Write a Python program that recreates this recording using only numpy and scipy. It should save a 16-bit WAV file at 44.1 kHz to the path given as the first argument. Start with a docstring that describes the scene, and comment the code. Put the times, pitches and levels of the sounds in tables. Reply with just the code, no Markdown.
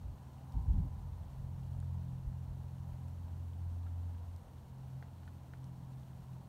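"""Open country beside a boulder, heard by a phone on the ground. From the start, far traffic rumbles,
a heavy engine drones, and the phone's own electronics hiss and tick very faintly. Just after half a
second a puff of wind thumps on the microphone as eddies press on its port; weaker eddies follow and the
breeze dies away. From about two seconds on, a few small dry ticks ring nearby."""
import sys
import numpy as np
from scipy import signal
from scipy.fft import rfft, irfft
from scipy.io import wavfile
from scipy.ndimage import uniform_filter1d

SR = 44100
rng = np.random.default_rng(int(sys.argv[2]) if len(sys.argv) > 2 else 0)


def unload_audio(sound):
    """Save the sound as a 16-bit wav file, at the path given as the first command line argument."""
    columns = np.transpose(np.atleast_2d(sound))
    # keep every value between -1 and 1, then stretch to whole-number steps
    steps = np.round(np.clip(columns, -1, 1) * 32767)
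    wavfile.write(sys.argv[1], SR, steps.astype(np.int16))


N = 285768
T = np.arange(N) / SR

# Loudness of the low drone's second and third harmonics over time: time_s, second_db, third_db
DRONE_LEVELS = [(0.0, -47, -54.5), (0.07, -51, -53.5), (0.2, -70, -56), (0.78, -43.5, -47.5),
                (1.26, -51.5, -57), (1.33, -69, -54.5), (1.39, -52, -49.5), (1.97, -40.5, -44.5),
                (2.16, -48.5, -44), (4.1, -41, -59), (4.37, -45.5, -62.5), (4.44, -58, -60),
                (4.98, -58, -47.5), (5.16, -52.5, -58), (5.87, -59.5, -47.5), (6.23, -68, -56.5),
                (6.33, -56, -46.5), (6.48, -64, -57)]
# Tones of other far engines: pitch_hz, level_db
ENGINE_HUMS = [(73, -61.5), (216, -73.5), (260, -72), (322, -82), (481, -85), (602, -86)]
# Engine rumble of the road: frequency_hz, relative_density_db
RUMBLE_SPECTRUM = [(18, -32), (35, -6), (60, 0.5), (85, 1), (115, 0), (160, -0.5), (210, -5), (280, -13),
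                   (345, -16.5), (440, -25), (800, -44.5)]
# Tyre roar, its treble absorbed by the air: frequency_hz, relative_density_db
TYRE_SPECTRUM = [(150, -14.5), (400, -4), (600, -0.5), (800, 1), (980, 0.5), (1170, -8), (1600, -13),
                 (2200, -20.5), (4000, -41)]
# Tones of one vehicle's tread: pitch_hz, filter_width_hz, relative_db
TREAD_TONES = [(787, 75, -2), (884, 100, -3.5), (990, 102, -4)]
# Microphone hiss: frequency_hz, relative_density_db
HISS_SPECTRUM = [(1000, 5), (2300, -0.5), (2970, 3.5), (3400, 1), (4400, 2), (4950, -5), (5400, -1),
                 (7100, -2.5), (7600, -4.5), (8300, -2.5), (9600, -3), (10450, -15.5), (12400, -2.5),
                 (15500, -11.5)]
# Fast electrical patter: frequency_hz, relative_density_db
PATTER_SPECTRUM = [(1800, -12), (3000, 4.5), (4200, -5.5), (5200, -17), (10500, -9), (12700, -13),
                   (16000, -29)]
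# Slow, sharper electrical tick: frequency_hz, relative_density_db
SHARP_TICK_SPECTRUM = [(1800, -20), (3200, -3), (9000, -4), (11000, -19), (16000, -18)]
# Gusts on the microphone: arrival_s, hold_s, level_db
WIND_GUSTS = [(0.034, 0.083, -47), (0.552, 0.081, -39), (0.683, 0.15, -35.5), (1.394, 0.4, -49.5)]
# Large eddies: frequency_hz, relative_density_db
LARGE_EDDY_SPECTRUM = [(15, -30.5), (30, -10), (55, 5), (75, -1), (120, -10), (180, -18), (260, -27.5),
                       (400, -42), (800, -71), (2000, -98)]
# Small eddies: frequency_hz, relative_density_db
SMALL_EDDY_SPECTRUM = [(80, -9), (150, 2), (230, 5), (300, -5), (400, -19), (600, -41), (2000, -70)]
# Single swings of wind pressure: centre_s, pitch_hz, envelope_peak_db
WIND_BUFFETS = [(0.574, 50.5, -33.5), (.705, 56, -25), (.783, 100, -29.5), (.805, 147, -30.5),
                (.958, 75, -37), (1.41, 69, -36.5), (1.723, 81, -37.5), (2.277, 50, -34), (2.505, 50, -42),
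                (2.93, 54.7, -43)]
# Dry ticks nearby: start_s, level_db, pitch_hz, relative_knock_db, t60_s
DRY_TICKS = [(1.8275, -58, 1370, -6, 0.018), (2.3277, -62, 1600, -12, .015),
             (3.8650, -61, 1490, -25, 0.045), (4.1476, -65.5, 1740, -20, 0.027),
             (5.0258, -47, 1700, 5, 0.011), (5.233, -62, 1600, -3, .012), (5.2770, -55, 1620, -18, 0.03),
             (5.536, -49, 1650, -14, 0.013)]
# Modes of a dry tick: pitch_ratio, relative_db
RING_MODES = [(.92, 3), (1.08, 1), (1.53, -8), (1.85, -8), (2.38, -7)]


def undb(db):
    """Amplitude grows tenfold for every 20 decibels."""
    return 10 ** (np.asarray(db) / 20)


def unit(x):
    """Normalisation to an rms of 1."""
    return x / np.sqrt(np.mean(x ** 2))


def drift(rate_hz):
    """Slow random modulation: held values, smoothed twice, with a spread near 1."""
    hold = max(int(SR / rate_hz), 1)
    steps = np.repeat(rng.standard_normal(N // hold + 1), hold)
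    return 1.3 * uniform_filter1d(uniform_filter1d(steps, hold), hold)[:N]


def coloured_noise(spectrum):
    """Spectral shaping: white noise takes on the given colour, at an rms of 1."""
    hz, db = np.transpose(spectrum)
    bins_hz = np.maximum(np.fft.rfftfreq(N, 1 / SR), 1)
    gain = undb(np.interp(np.log(bins_hz), np.log(hz), db))
    return unit(irfft(rfft(rng.standard_normal(N)) * gain, N))


def resonate(x, hz, width_hz):
    """A second-order resonance passes one band, with a gain of 1 at its centre."""
    return signal.lfilter(*signal.iirpeak(hz, hz / width_hz, fs=SR), x)


def engines(fundamental_hz=43.37, wander=0.0034, waver_db=1.5, hum_wander=0.00694, hum_fade_db=3):
    """Periodic exhaust sounds in low harmonics, or orders; moving air makes them waver."""
    phase = 2 * np.pi * np.cumsum(fundamental_hz * (1 + wander * drift(4.21))) / SR
    time_s, *levels_db = np.transpose(DRONE_LEVELS)
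    second_db, third_db = (np.interp(T, time_s, column) for column in levels_db)
    fourth_db = third_db - 15 + 3 * drift(6.9)  # weak, and follows the third
    tones = 0
    for order, db in (2, second_db - 0.5), (3, third_db + 0.26), (4, fourth_db):
        tones += undb(db + waver_db * drift(12)) * np.sin(order * phase + 2 * np.pi * rng.random())
    for hz, db in ENGINE_HUMS:
        cycles = np.cumsum(hz * (1 + hum_wander * drift(7))) / SR
        tones += undb(db + hum_fade_db * drift(5)) * np.sin(2 * np.pi * cycles)
    return np.sqrt(2) * tones  # rms to sine amplitude


def traffic(rumble_db=-56.5, swell_db=0.5, roar_db=-66, flicker_db=0.6):
    """Incoherent addition: many vehicles blur into a rumble and a soft roar of tyres."""
    rumble = coloured_noise(RUMBLE_SPECTRUM) * undb(rumble_db + swell_db * drift(2.9))
    roar = coloured_noise(TYRE_SPECTRUM) * undb(roar_db + flicker_db * drift(14))
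    return rumble + roar


def tyre_whine(peak_s=0.59, peak_db=-62.5, rise_db_per_s=33, fall_db_per_s=14.5, waver_db=0.7):
    """A repeating tread pattern sings in narrow bands; one vehicle's whine swells and fades."""
    level_db = peak_db + np.minimum(rise_db_per_s * (T - peak_s), fall_db_per_s * (peak_s - T))
    whine = 0
    for hz, width_hz, db in TREAD_TONES:
        band = resonate(rng.standard_normal(N), hz, width_hz)
        whine += undb(db) * unit(resonate(band, hz, width_hz))  # a second pass steepens the skirts
    return unit(whine) * undb(level_db + waver_db * drift(12))


def pulses(first_s, period_s, decay_s):
    """Envelope of a periodic pulse train, each pulse decaying exponentially."""
    return np.exp(-((T - first_s) % period_s) / decay_s)


def electronics(hiss_db=-74.5, shimmer_db=0.63, patter_db=-67, tick_db=-60):
    """Circuit self-noise: hiss, a fine patter twenty times a second and a slower, sharper tick."""
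    hiss = coloured_noise(HISS_SPECTRUM) * undb(hiss_db + shimmer_db * drift(50))
    patter = coloured_noise(PATTER_SPECTRUM) * pulses(first_s=0.0335, period_s=0.05, decay_s=0.0014)
    tick = coloured_noise(SHARP_TICK_SPECTRUM) * pulses(first_s=0.5225, period_s=1.28, decay_s=0.0011)
    return hiss + patter * undb(patter_db) + tick * undb(tick_db)


def gust(arrival_s, hold_s, attack_s=0.019, release_s=0.043):
    """Envelope of a gust: a linear rise up to its arrival, a hold, an exponential decay."""
    rise = np.clip(1 + (T - arrival_s) / attack_s, 0, 1)
    return rise * np.exp(-np.maximum(T - arrival_s - hold_s, 0) / release_s)


def wind(breeze_db=-50, fall_db_per_s=3.5, stir_db=-68.5, flutter_db=-53, unrest_db=2.0):
    """Turbulence: eddies press on the microphone port, harder as the force of the air grows."""
    gusts = sum(gust(arrival_s, hold_s) * undb(db) for arrival_s, hold_s, db in WIND_GUSTS)
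    # the strongest gust brings a breeze that dies away to a faint stir
    breeze_s = max(WIND_GUSTS, key=lambda row: row[2])[0]
    breeze = gust(breeze_s, N / SR) * undb(breeze_db - fall_db_per_s * (T - breeze_s))
    force = np.sqrt(gusts ** 2 + breeze ** 2 + undb(stir_db) ** 2)
    eddies = coloured_noise(LARGE_EDDY_SPECTRUM)
    eddies /= np.sqrt(uniform_filter1d(eddies ** 2, size=1500))  # levelled, so force sets their strength
    # only fast air sheds the small eddies that flutter higher up
    flutter = coloured_noise(SMALL_EDDY_SPECTRUM) * undb(flutter_db) * (force / force.max()) ** 1.6
    return (eddies * force + flutter) * undb(unrest_db * drift(20))


def buffets(sigma_cycles=0.66):
    """The largest eddies pass as single swings of pressure, each a sine under a Gaussian envelope."""
    pressure = np.zeros(N)
    for centre_s, hz, db in WIND_BUFFETS:
        cycles = hz * (T - centre_s)
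        envelope = undb(db) * np.exp(-0.5 * (cycles / sigma_cycles) ** 2)
        pressure += envelope * np.sin(2 * np.pi * cycles)
    return pressure


def dry_ticks(rise_s=0.00045, knock_hz=720, scatter_db=-23, scatter_t60_s=0.16):
    """Damped modes ring over a lower knock, higher ones dying sooner; rock and ground scatter a tail."""
    ticks = np.zeros(N)
    t = np.arange(SR // 8) / SR
    attack = 1 - np.exp(-t / rise_s)
    for start_s, db, hz, knock_db, t60_s in DRY_TICKS:
        ring = sum(undb(mode_db - 60 * t * ratio / t60_s) * np.sin(2 * np.pi * hz * ratio * t)
                   for ratio, mode_db in RING_MODES)
        knock = undb(knock_db - 60 * t / t60_s) * np.sin(2 * np.pi * knock_hz * t)
        scatter = unit(resonate(rng.standard_normal(len(t)), hz, width_hz=hz / 2))
        tail = scatter * undb(scatter_db - 60 * t / scatter_t60_s)
        start = int(start_s * SR)
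        ticks[start:start + len(t)] += undb(db) * attack * (ring + knock + tail)
    return ticks


def scene():
    """Superposition: all sources add in the one microphone channel."""
    return (engines() + traffic() + tyre_whine() + electronics() + wind() + buffets() + dry_ticks())[None]


def record(dry):
    """Band limiting: the phone drops the deepest bass and cuts the top."""
    bottom_hz, top_hz = 20, 15700
    highpass = signal.butter(2, bottom_hz, "high", fs=SR, output="sos")
    lowpass = signal.ellip(10, 0.1, 70, top_hz, fs=SR, output="sos")
    return signal.sosfilt(lowpass, signal.sosfilt(highpass, dry))


dry = scene()
out = record(dry)
unload_audio(out)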